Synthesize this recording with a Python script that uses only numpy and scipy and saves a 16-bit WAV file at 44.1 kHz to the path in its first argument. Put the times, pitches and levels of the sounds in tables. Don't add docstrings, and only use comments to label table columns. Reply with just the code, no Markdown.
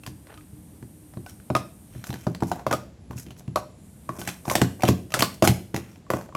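import sys
import numpy as np
from scipy import signal
from scipy.fft import rfft, irfft
from scipy.io import wavfile
from scipy.ndimage import uniform_filter1d

SR = 44100
rng = np.random.default_rng(int(sys.argv[2]) if len(sys.argv) > 2 else 0)


def to_wav(sig):
    pcm = np.clip(np.atleast_2d(sig), -1, 1) * 32767
    pcm = np.round(pcm).astype(np.int16)
    wavfile.write(sys.argv[1], SR, pcm.T)


def invert_db(level):
    return 10 ** (np.asarray(level, dtype=float) / 20)


N = 280476


def evened(x):
    return x / np.sqrt(np.mean(x ** 2) + 1e-20)


def read(points, hz):
    f, value = np.transpose(points)
    return np.interp(np.log(hz + 1), np.log(f + 1), value)


def coloured(x, spectrum):
    gain = invert_db(read(spectrum, np.fft.rfftfreq(len(x), 1 / SR)))
    return evened(irfft(rfft(x) * gain, len(x)))


def ring(modes, sizes, detune, seconds):
    t = np.arange(round(seconds * SR)) / SR
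    return sum(size * invert_db(db - 60 * t / t60) * np.sin(2 * np.pi * hz * d * t)
               for (hz, db, t60), size, d in zip(modes, sizes, detune))


def loudness(x, db):
    return x * invert_db(db) / np.sqrt(np.mean(x[:882] ** 2))


# start in seconds, cup air level in dB, favoured cup air pitch in Hz,
# rim crack level in dB, favoured wall pitch in Hz.
CUP_KNOCKS = [(0.0342, -57.5, 960, -54.5, 2740), (.0632, -46, 1000, -43.5, 2920),
              (0.0729, -51, 683, -50.5, 1840), (0.269, -57, 600, -61, 1960), (0.302, -67, 1130, -77, 3110),
              (0.3404, -61, 900, -60, 4060), (0.3748, -53.5, 1290, -62, 3050), (.408, -71, 549, -72, 2210),
              (0.8255, -53.5, 470, -64, 1830), (1.1365, -53.5, 680, -65.5, 1840),
              (1.171, -48, 593, -63, 1950), (1.262, -44, 1500, -53, 2370), (1.3988, -63, 573, -66, 1640),
              (1.5009, -27.5, 614, -49.5, 2420), (1.5504, -19.5, 1240, -33.5, 2320),
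              (1.564, -26.5, 563, -37, 2170), (1.9494, -54.5, 670, -66, 1730),
              (2.0398, -49, 850, -44.5, 5250), (2.0683, -55, 770, -51, 1850), (2.091, -62, 456, -53, 1640),
              (2.1029, -42.5, 876, -46.5, 4130), (2.1274, -43, 766, -49, 3880),
              (2.1399, -51, 1500, -45.5, 1750), (2.1568, -48.5, 460, -58, 1700),
              (2.2671, -28, 697, -47.5, 1750), (2.3474, -45, 486, -47, 4100),
              (2.404, -50, 870, -52.5, 3020), (2.4229, -26, 434, -50, 1500),
              (2.4325, -50, 610, -46.5, 1590), (2.5152, -24.5, 800, -39.5, 1500),
              (2.594, -41.5, 850, -59, 1720), (2.6653, -22, 570, -40.5, 1470),
              (2.711, -28.5, 875, -38.5, 1500), (2.7265, -22.5, 1290, -32.5, 5700),
              (2.7354, -23, 640, -38, 1470), (3.108, -43, 930, -56.5, 2020), (3.1306, -54, 980, -63, 1500),
              (3.1768, -95, 452, -53, 2730), (3.264, -58, 470, -58, 2950), (3.284, -68, 673, -68, 3100),
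              (3.3056, -52.5, 656, -53, 3120), (3.365, -71, 700, -68, 6500), (3.383, -72, 700, -74, 6500),
              (3.3952, -62, 460, -75, 3500), (3.406, -57, 680, -74, 6450), (3.4779, -49, 460, -61.5, 2730),
              (3.5582, -21, 1196, -34.5, 5540), (3.5714, -27, 717, -56, 2960),
              (4.0904, -29.5, 1084, -49, 1780), (4.1865, -48.5, 660, -58, 3460),
              (4.2143, -42.5, 1460, -44.5, 3180), (4.2744, -38, 780, -34, 1927),
              (4.2875, -60, 738, -39.5, 2270), (4.4526, -41, 1010, -52.5, 5560),
              (4.479, -33, 745, -48.5, 2310), (4.4978, -35, 1070, -31.5, 5670),
              (4.509, -29.5, 1050, -45, 1520), (4.5528, -21.5, 712, -22.5, 2040),
              (4.5802, -37, 590, -50, 3610), (4.6152, -21.5, 914, -26.5, 1930),
              (4.806, -54, 630, -51, 2470), (4.821, -43, 433, -39.5, 2580), (4.8338, -18, 650, -32, 6100),
              (4.851, -37, 600, -38, 3100), (4.88, -36, 710, -34, 2420), (4.8862, -21.5, 487, -29, 1910),
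              (5.104, -53, 620, -54.5, 6000), (5.1198, -43, 1240, -44.5, 2700),
              (5.1396, -24.5, 1355, -25.5, 1860), (5.1446, -43, 1550, -36, 1520),
              (5.166, -36, 666, -57, 1520), (5.1909, -40, 594, -36, 3450), (5.2054, -31, 880, -28, 3120),
              (5.222, -24.5, 875, -20.5, 6500), (5.2254, -22, 1040, -38, 1730),
              (5.4229, -15, 600, -26, 2850), (5.4383, -27.5, 1250, -40.5, 2720),
              (5.4493, -24, 635, -28.5, 1500), (5.4738, -20.5, 790, -19.5, 4130),
              (5.489, -46, 710, -37.5, 2030), (5.7433, -31.5, 460, -39.5, 1680),
              (5.762, -38.5, 795, -36.5, 2000), (5.776, -43, 506, -53.5, 2150),
              (5.9572, -64, 711, -63.5, 2820), (6.0652, -56, 1120, -75, 1548),
              (6.102, -23, 512, -35.5, 1760), (6.1352, -25.5, 594, -43.5, 1920),
              (6.2105, -46, 950, -55, 1700), (6.2893, -48, 650, -69, 1620), (6.324, -49, 1010, -77, 1500),
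              (6.3497, -28.5, 1120, -43.5, 2330)]


def knocks():
    out = np.zeros(N + SR)
    chance = rng.standard_normal((len(CUP_KNOCKS), 2, 13))
    noises = rng.standard_normal((len(CUP_KNOCKS), 2048))
    for (s, air_db, air_hz, rim_db, wall_hz), (size, tune), noise in zip(CUP_KNOCKS, chance, noises):
        dull_db = max(air_db - rim_db, 0)
        parts = (wall_clack(noise, wall_hz, rim_db, dull_db, size, tune),
                 loudness(cup_air(air_hz, size, tune), air_db),
                 loudness(rim_crack(noise, dull_db, size, tune), rim_db))
        at = round(s * SR)
        for part in parts:
            out[at:at + len(part)] += part
    return out[:N]


# frequency in Hz, relative level in dB.
RIM_COLOUR = [(1500, 8), (3500, 10), (6000, 9), (9000, 3.5), (13000, 0.5), (16000, -13)]


def rim_crack(noise, dull_db, size, tune):
    t = np.arange(len(noise)) / SR
    hz = np.geomspace(1500, 16000, 26)
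    bright_db = 4 * np.maximum(np.log2(hz / 6000), 0)
    dulling_db = 0.09 * dull_db * np.maximum(np.log2(hz / 5900), 0)
    bumps_db = 3 * np.append(size, tune)
    colour = np.c_[hz, read(RIM_COLOUR, hz) + bright_db - dulling_db + bumps_db]
    rise = 1 - np.exp(-(t / 0.0011) ** 2)
    decay = np.exp(-t / 0.0017) + 0.18 * np.exp(-t / 0.022)
    return coloured(noise, colour) * rise * decay


# frequency in Hz, relative level in dB, t60 in seconds when gripped.
WALL_MODES = [(1474, 11, 0.01), (1750, 8.5, 0.0082), (1970, 4.5, 0.012), (2164, -1.5, 0.015),
              (2415, 10, 0.0082), (2700, 5, 0.013), (3110, 2, 0.02), (3500, 5.5, 0.0074), (4060, -1, 0.016),
              (4400, -6, 0.007), (4850, -4, 0.007), (5700, 3, 0.015), (6500, -6, 0.012)]


def wall_clack(noise, wall_hz, rim_db, dull_db, size, tune):
    t = np.arange(len(noise)) / SR
    burst = 0.4 * noise * (1 - np.exp(-t / 0.001)) * np.exp(-t / 0.0015)
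    click = np.exp(-((t - 0.001) / 0.00005) ** 2)
    grip_db = -18 * np.minimum(abs(np.log2(np.transpose(WALL_MODES)[0] / wall_hz)), 0.8)
    modes = [(hz, db, t60 * (1.4 if grip > -2 else 1)) for (hz, db, t60), grip in zip(WALL_MODES, grip_db)]
    body = ring(modes, invert_db(grip_db) * np.sign(size), 1 + 0.006 * tune, 0.12)
    wall = signal.fftconvolve(body, burst + click)
    peak_db = rim_db + 15.5 + 0.1529 * dull_db + 0.42 * max(-53.5 - rim_db, 0)
    return wall / abs(wall).max() * invert_db(peak_db)


# frequency in Hz, relative level in dB, basic t60 in seconds.
CUP_AIR_MODES = [(460, 13.5, 0.011), (548, -3.5, 0.042), (623, 8.5, 0.025), (724, 6, 0.027),
                 (800, -2, 0.042), (882, 11, 0.014), (1055, 3, 0.018), (1120, 3.5, 0.02),
                 (1240, -2.5, 0.023), (1346, -13, 0.03), (1500, -11, 0.032)]


def cup_air(air_hz, size, tune):
    hz, db, t60 = np.transpose(CUP_AIR_MODES)
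    octaves = np.log2(hz / air_hz)
    fit = np.cos(np.pi * octaves) ** 2
    nesting_db = -4 * abs(octaves) + 0.69 * octaves - 9 * (1 - fit)
    upper = (hz > 1000) * (hz < 1.5 * air_hz)
    longer = 1 + 1.3 * fit ** 10 * (hz / 1100) ** 2 * upper
    air = -ring(zip(hz, db + nesting_db, t60 * longer), invert_db(2 * size), 1 + 0.005 * tune, 0.2)
    t = np.arange(len(air)) / SR
    return air * (1 - np.exp(-(t / 0.0019) ** 2))


# frequency in Hz, relative level in dB.
SLIP_COLOUR = [(1500, -13), (3500, -10), (6000, 2), (9000, -2.5), (13000, -2.5), (16000, -14.5)]
# fastest moment in seconds,
# length in seconds, hiss level in dB, rattle level in dB, rattle pitch in Hz.
SLIDE_STROKES = [(0.302, 0.24, -75, -50, 1380), (1.298, 0.11, -50, -57, 5700),
                 (1.968, 0.43, -59.5, -58.5, 3970), (2.071, 0.075, -45, -49, 910),
                 (2.204, 0.36, -53.5, -56, 3120), (2.484, 0.15, -48, -60, 4000),
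                 (2.57, 0.14, -51, -39.5, 900), (2.714, 0.03, -39, -22, 1130),
                 (3.12, 0.11, -57.5, -52, 1020), (3.187, 0.13, -42.5, -55, 2700),
                 (3.264, 0.032, -60, -53, 3040), (3.315, 0.024, -55, -52.5, 3070),
                 (3.384, 0.082, -53, -84, 6500), (4.16, 0.41, -54, -47.5, 1050),
                 (4.204, 0.11, -41.5, -52, 3050), (4.281, 0.2, -41.5, -40.5, 4140),
                 (4.48, 0.15, -39, -37.5, 1110), (4.516, 0.084, -33, -30, 1090),
                 (4.6, 0.13, -46, -49, 3500), (4.8, 0.044, -54, -40.5, 681),
                 (4.872, .09, -34.5, -31.5, 3500), (5.17, 0.042, -48, -29, 800),
                 (5.195, 0.029, -23.5, -28, 3200), (5.345, 0.024, -42, -62, 1000),
                 (5.445, .046, -24, -21.5, 1200), (5.793, 0.31, -56, -51.5, 2430),
                 (5.914, 0.23, -60, -65, 6000), (6.149, 0.25, -46.5, -37.5, 920)]


def slides():
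    happens = rng.random(N) < 5000 / SR
    slips = invert_db(3 * np.minimum(rng.exponential(1, N), 4)) * rng.standard_normal(N) * happens
    slips *= invert_db(2.7 * evened(uniform_filter1d(rng.standard_normal(N), 220)))
    hiss = coloured(slips, SLIP_COLOUR)
    modes = WALL_MODES + CUP_AIR_MODES
    out = np.zeros(N + SR)
    for s, length, hiss_db, rattle_db, rattle_hz in SLIDE_STROKES:
        rise = 0.3 * length
        at = round((s - rise) * SR)
        t = np.arange(0, length, 1 / SR)
        stroke = np.interp(t, [0, rise, length], [0, 1, 0]) ** 1.9
        near = invert_db(-10 * abs(np.log2(np.transpose(modes)[0] / rattle_hz)))
        body = ring(modes, near, np.ones(len(modes)), 0.06)
        drive = stroke * evened(slips[at:at + len(t)])
        rattle = signal.fftconvolve(drive, body / np.linalg.norm(body))
        out[at:at + len(t)] += invert_db(hiss_db) * stroke * hiss[at:at + len(t)]
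        out[at:at + len(rattle)] += invert_db(rattle_db) * rattle
    return out[:N]


def hardness(s, peak_db):
    soft_db, hard_db = -6.5, 3.5
    when, air_db = np.transpose(CUP_KNOCKS)[:2]
    lead_db = np.max(air_db - 200 * (abs(when - s) > 0.008)) - peak_db
    return soft_db + (hard_db - soft_db) / (1 + np.exp(-np.clip((lead_db + 25.5) / 5, -30, 30)))


# frequency in Hz, relative level in dB, t60 in seconds.
TABLE_MODES = [(78, -45, 0.048), (92, -9.5, 0.31), (124.4, 3.5, 0.18), (145.4, 0.5, 0.11),
               (177.3, -1.5, 0.19), (193.2, -10, 0.36), (227, -27.5, 0.12), (267.5, -7, 0.2),
               (305, 3.5, 0.068), (334.7, -2.5, 0.13), (395.7, -4, 0.083), (470, -9.5, 0.053)]
# time in seconds, thump peak in dB.
TABLE_THUMPS = [(0.073, -26), (0.527, -36.5), (0.823, -28), (1.167, -22.5), (1.5, -14.5), (1.549, -16.5),
                (1.955, -26), (1.988, -31.5), (2.092, -19.5), (2.129, -23.5), (2.266, -12), (2.421, -11),
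                (2.512, -24), (2.666, -21), (2.708, -19.5), (2.734, -22.5), (3.099, -25.5), (3.131, -34),
                (3.156, -25), (3.263, -30.5), (3.304, -34), (3.477, -19), (3.555, -24.5), (4.092, -22.5),
                (4.183, -27.5), (4.212, -29.5), (4.273, -23.5), (4.475, -16.5), (4.551, -15), (4.58, -20),
                (4.614, -5.5), (4.833, -8.5), (4.886, -2), (5.138, -21), (5.193, -18.5), (5.221, -14.5),
                (5.423, -6), (5.452, -19), (5.471, -10.5), (5.49, -6), (5.739, -15.5), (5.774, -22),
                (6.102, -22.5), (6.135, -15.5), (6.346, -22.5)]


def thumps():
    out = np.zeros(N + SR)
    chance = rng.standard_normal((len(TABLE_THUMPS), 2, 12))
    for (s, peak_db), (size, tune) in zip(TABLE_THUMPS, chance):
        reach_db = hardness(s, peak_db) * np.log2(np.transpose(TABLE_MODES)[0] / 180) + 2 * size
        thump = -ring(TABLE_MODES, invert_db(reach_db), 1 + 0.015 * tune, 0.4)
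        t = np.arange(len(thump)) / SR
        thump *= 1 - np.exp(-(t / 0.0029) ** 2)
        at = round((s + 0.00096) * SR)
        out[at:at + len(thump)] += thump / abs(thump).max() * invert_db(peak_db)
    return out[:N]


# frequency in Hz, t60 in seconds.
ROOM_DECAY = [(100, 0.35), (400, 0.47), (1000, 0.3), (3000, 0.38), (7000, 0.39), (14000, 0.4)]


def room(x):
    taps = np.zeros((3, SR // 2))
    slots = np.arange(260, SR // 2 - 10, 10)
    shape = (3, len(slots))
    np.put_along_axis(taps, slots + rng.integers(0, 10, shape), rng.choice([-1., 1.], shape), 1)
    hz, t, z = signal.stft(taps, SR, nperseg=256)
    decay = invert_db(-60 * t / read(ROOM_DECAY, hz)[:, None])
    tails = signal.istft(z * decay, SR, nperseg=256)[1]
    phase = 1.7 * np.arange(N) / SR + np.arange(3)[:, None] / 3
    turns = np.sqrt(2 / 3) * np.cos(2 * np.pi * phase)
    return signal.fftconvolve(x * turns, tails / np.linalg.norm(tails[0]), axes=1).sum(0)[:N]


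# frequency in Hz, relative density in dB per Hz.
RUMBLE_COLOUR = [(12, -35.5), (20, -3), (70, 11), (130, 7), (204, 6.5), (388, -7), (459, -8.5),
                 (1150, -19.5), (1330, -22.5), (1610, -22.5), (6540, -29), (10200, -40), (11100, -38),
                 (12800, -44), (16000, -58)]


def rumble():
    swell = invert_db(0.5 * evened(uniform_filter1d(rng.standard_normal(N), 5000)))
    return invert_db(-47.5) * swell * coloured(rng.standard_normal(N), RUMBLE_COLOUR)


# frequency in Hz, relative density in dB per Hz.
FULL_HISS = [(2940, -54), (5000, -25), (5840, -2), (7420, -10), (8330, 9), (9370, 6.5), (13400, 3.5),
             (14900, -5), (16000, -21)]
# frequency in Hz, relative density in dB per Hz.
DULL_HISS = [(2350, -51), (4000, -24), (5250, -50), (6980, 11.5), (10400, -4.5), (10700, 1), (13100, -25),
             (16000, -25.5)]
# time in seconds, level in dB.
HISS_COURSE = [(0, -60.5), (1.2, -58.5), (2.0, -58.5), (2.3, -68), (2.75, -74), (2.9, -77), (3.6, -73),
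               (3.72, -70), (3.85, -60.5), (4.1, -59.5), (4.5, -56.5), (5.1, -62.5), (5.7, -64), (6.0, -74),
               (6.36, -71.5)]


def high_hiss():
    hiss_db = np.interp(np.arange(N) / SR, *np.transpose(HISS_COURSE))
    keep = np.exp(-1 / (0.12 * SR))
    faint_db = signal.lfilter([1 - keep], [1, -keep], np.maximum(-66 - hiss_db, 0))
    dull = np.clip(0.15 + faint_db / 8, 0, 1)
    noise = rng.standard_normal(N)
    return invert_db(hiss_db) * ((1 - dull) * coloured(noise, FULL_HISS) + dull * coloured(noise, DULL_HISS))


def held(t, db, hold_s, fade_db_per_s):
    return invert_db(db - fade_db_per_s * np.maximum(t - hold_s, 0))


def hum():
    level = held(np.arange(N) / SR, -55.5, hold_s=1.05, fade_db_per_s=14)
    return level * coloured(rng.standard_normal(N), [(270, -42), (297, 11), (311, 10), (340, -63)])


def whine():
    t = np.arange(N) / SR
    since = t - 2.99
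    level = held(since, -69.5, hold_s=1.2, fade_db_per_s=16) * np.clip(since / 0.03, 0, 1)
    smooth = uniform_filter1d(uniform_filter1d(rng.standard_normal(N), 150), 150)
    waver = 1 + 0.3 * evened(smooth)
    return level * waver * np.sin(2 * np.pi * 10850 * t)


def background():
    return rumble() + high_hiss() + hum() + whine()


def scene():
    cups = knocks() + slides()
    table = thumps()
    tail = room(invert_db(-12) * cups + invert_db(-10) * table)
    return (cups + table + tail + background())[None]


def low_pass(x):
    return signal.sosfilt(signal.butter(12, 16640, fs=SR, output="sos"), x)


def record(dry):
    squeezed = 0.75 * np.tanh(dry / 0.75)
    thin = signal.sosfilt(signal.butter(3, 60, "high", fs=SR, output="sos"), squeezed)
    return low_pass(thin)


dry = scene()
out = record(dry)
to_wav(out)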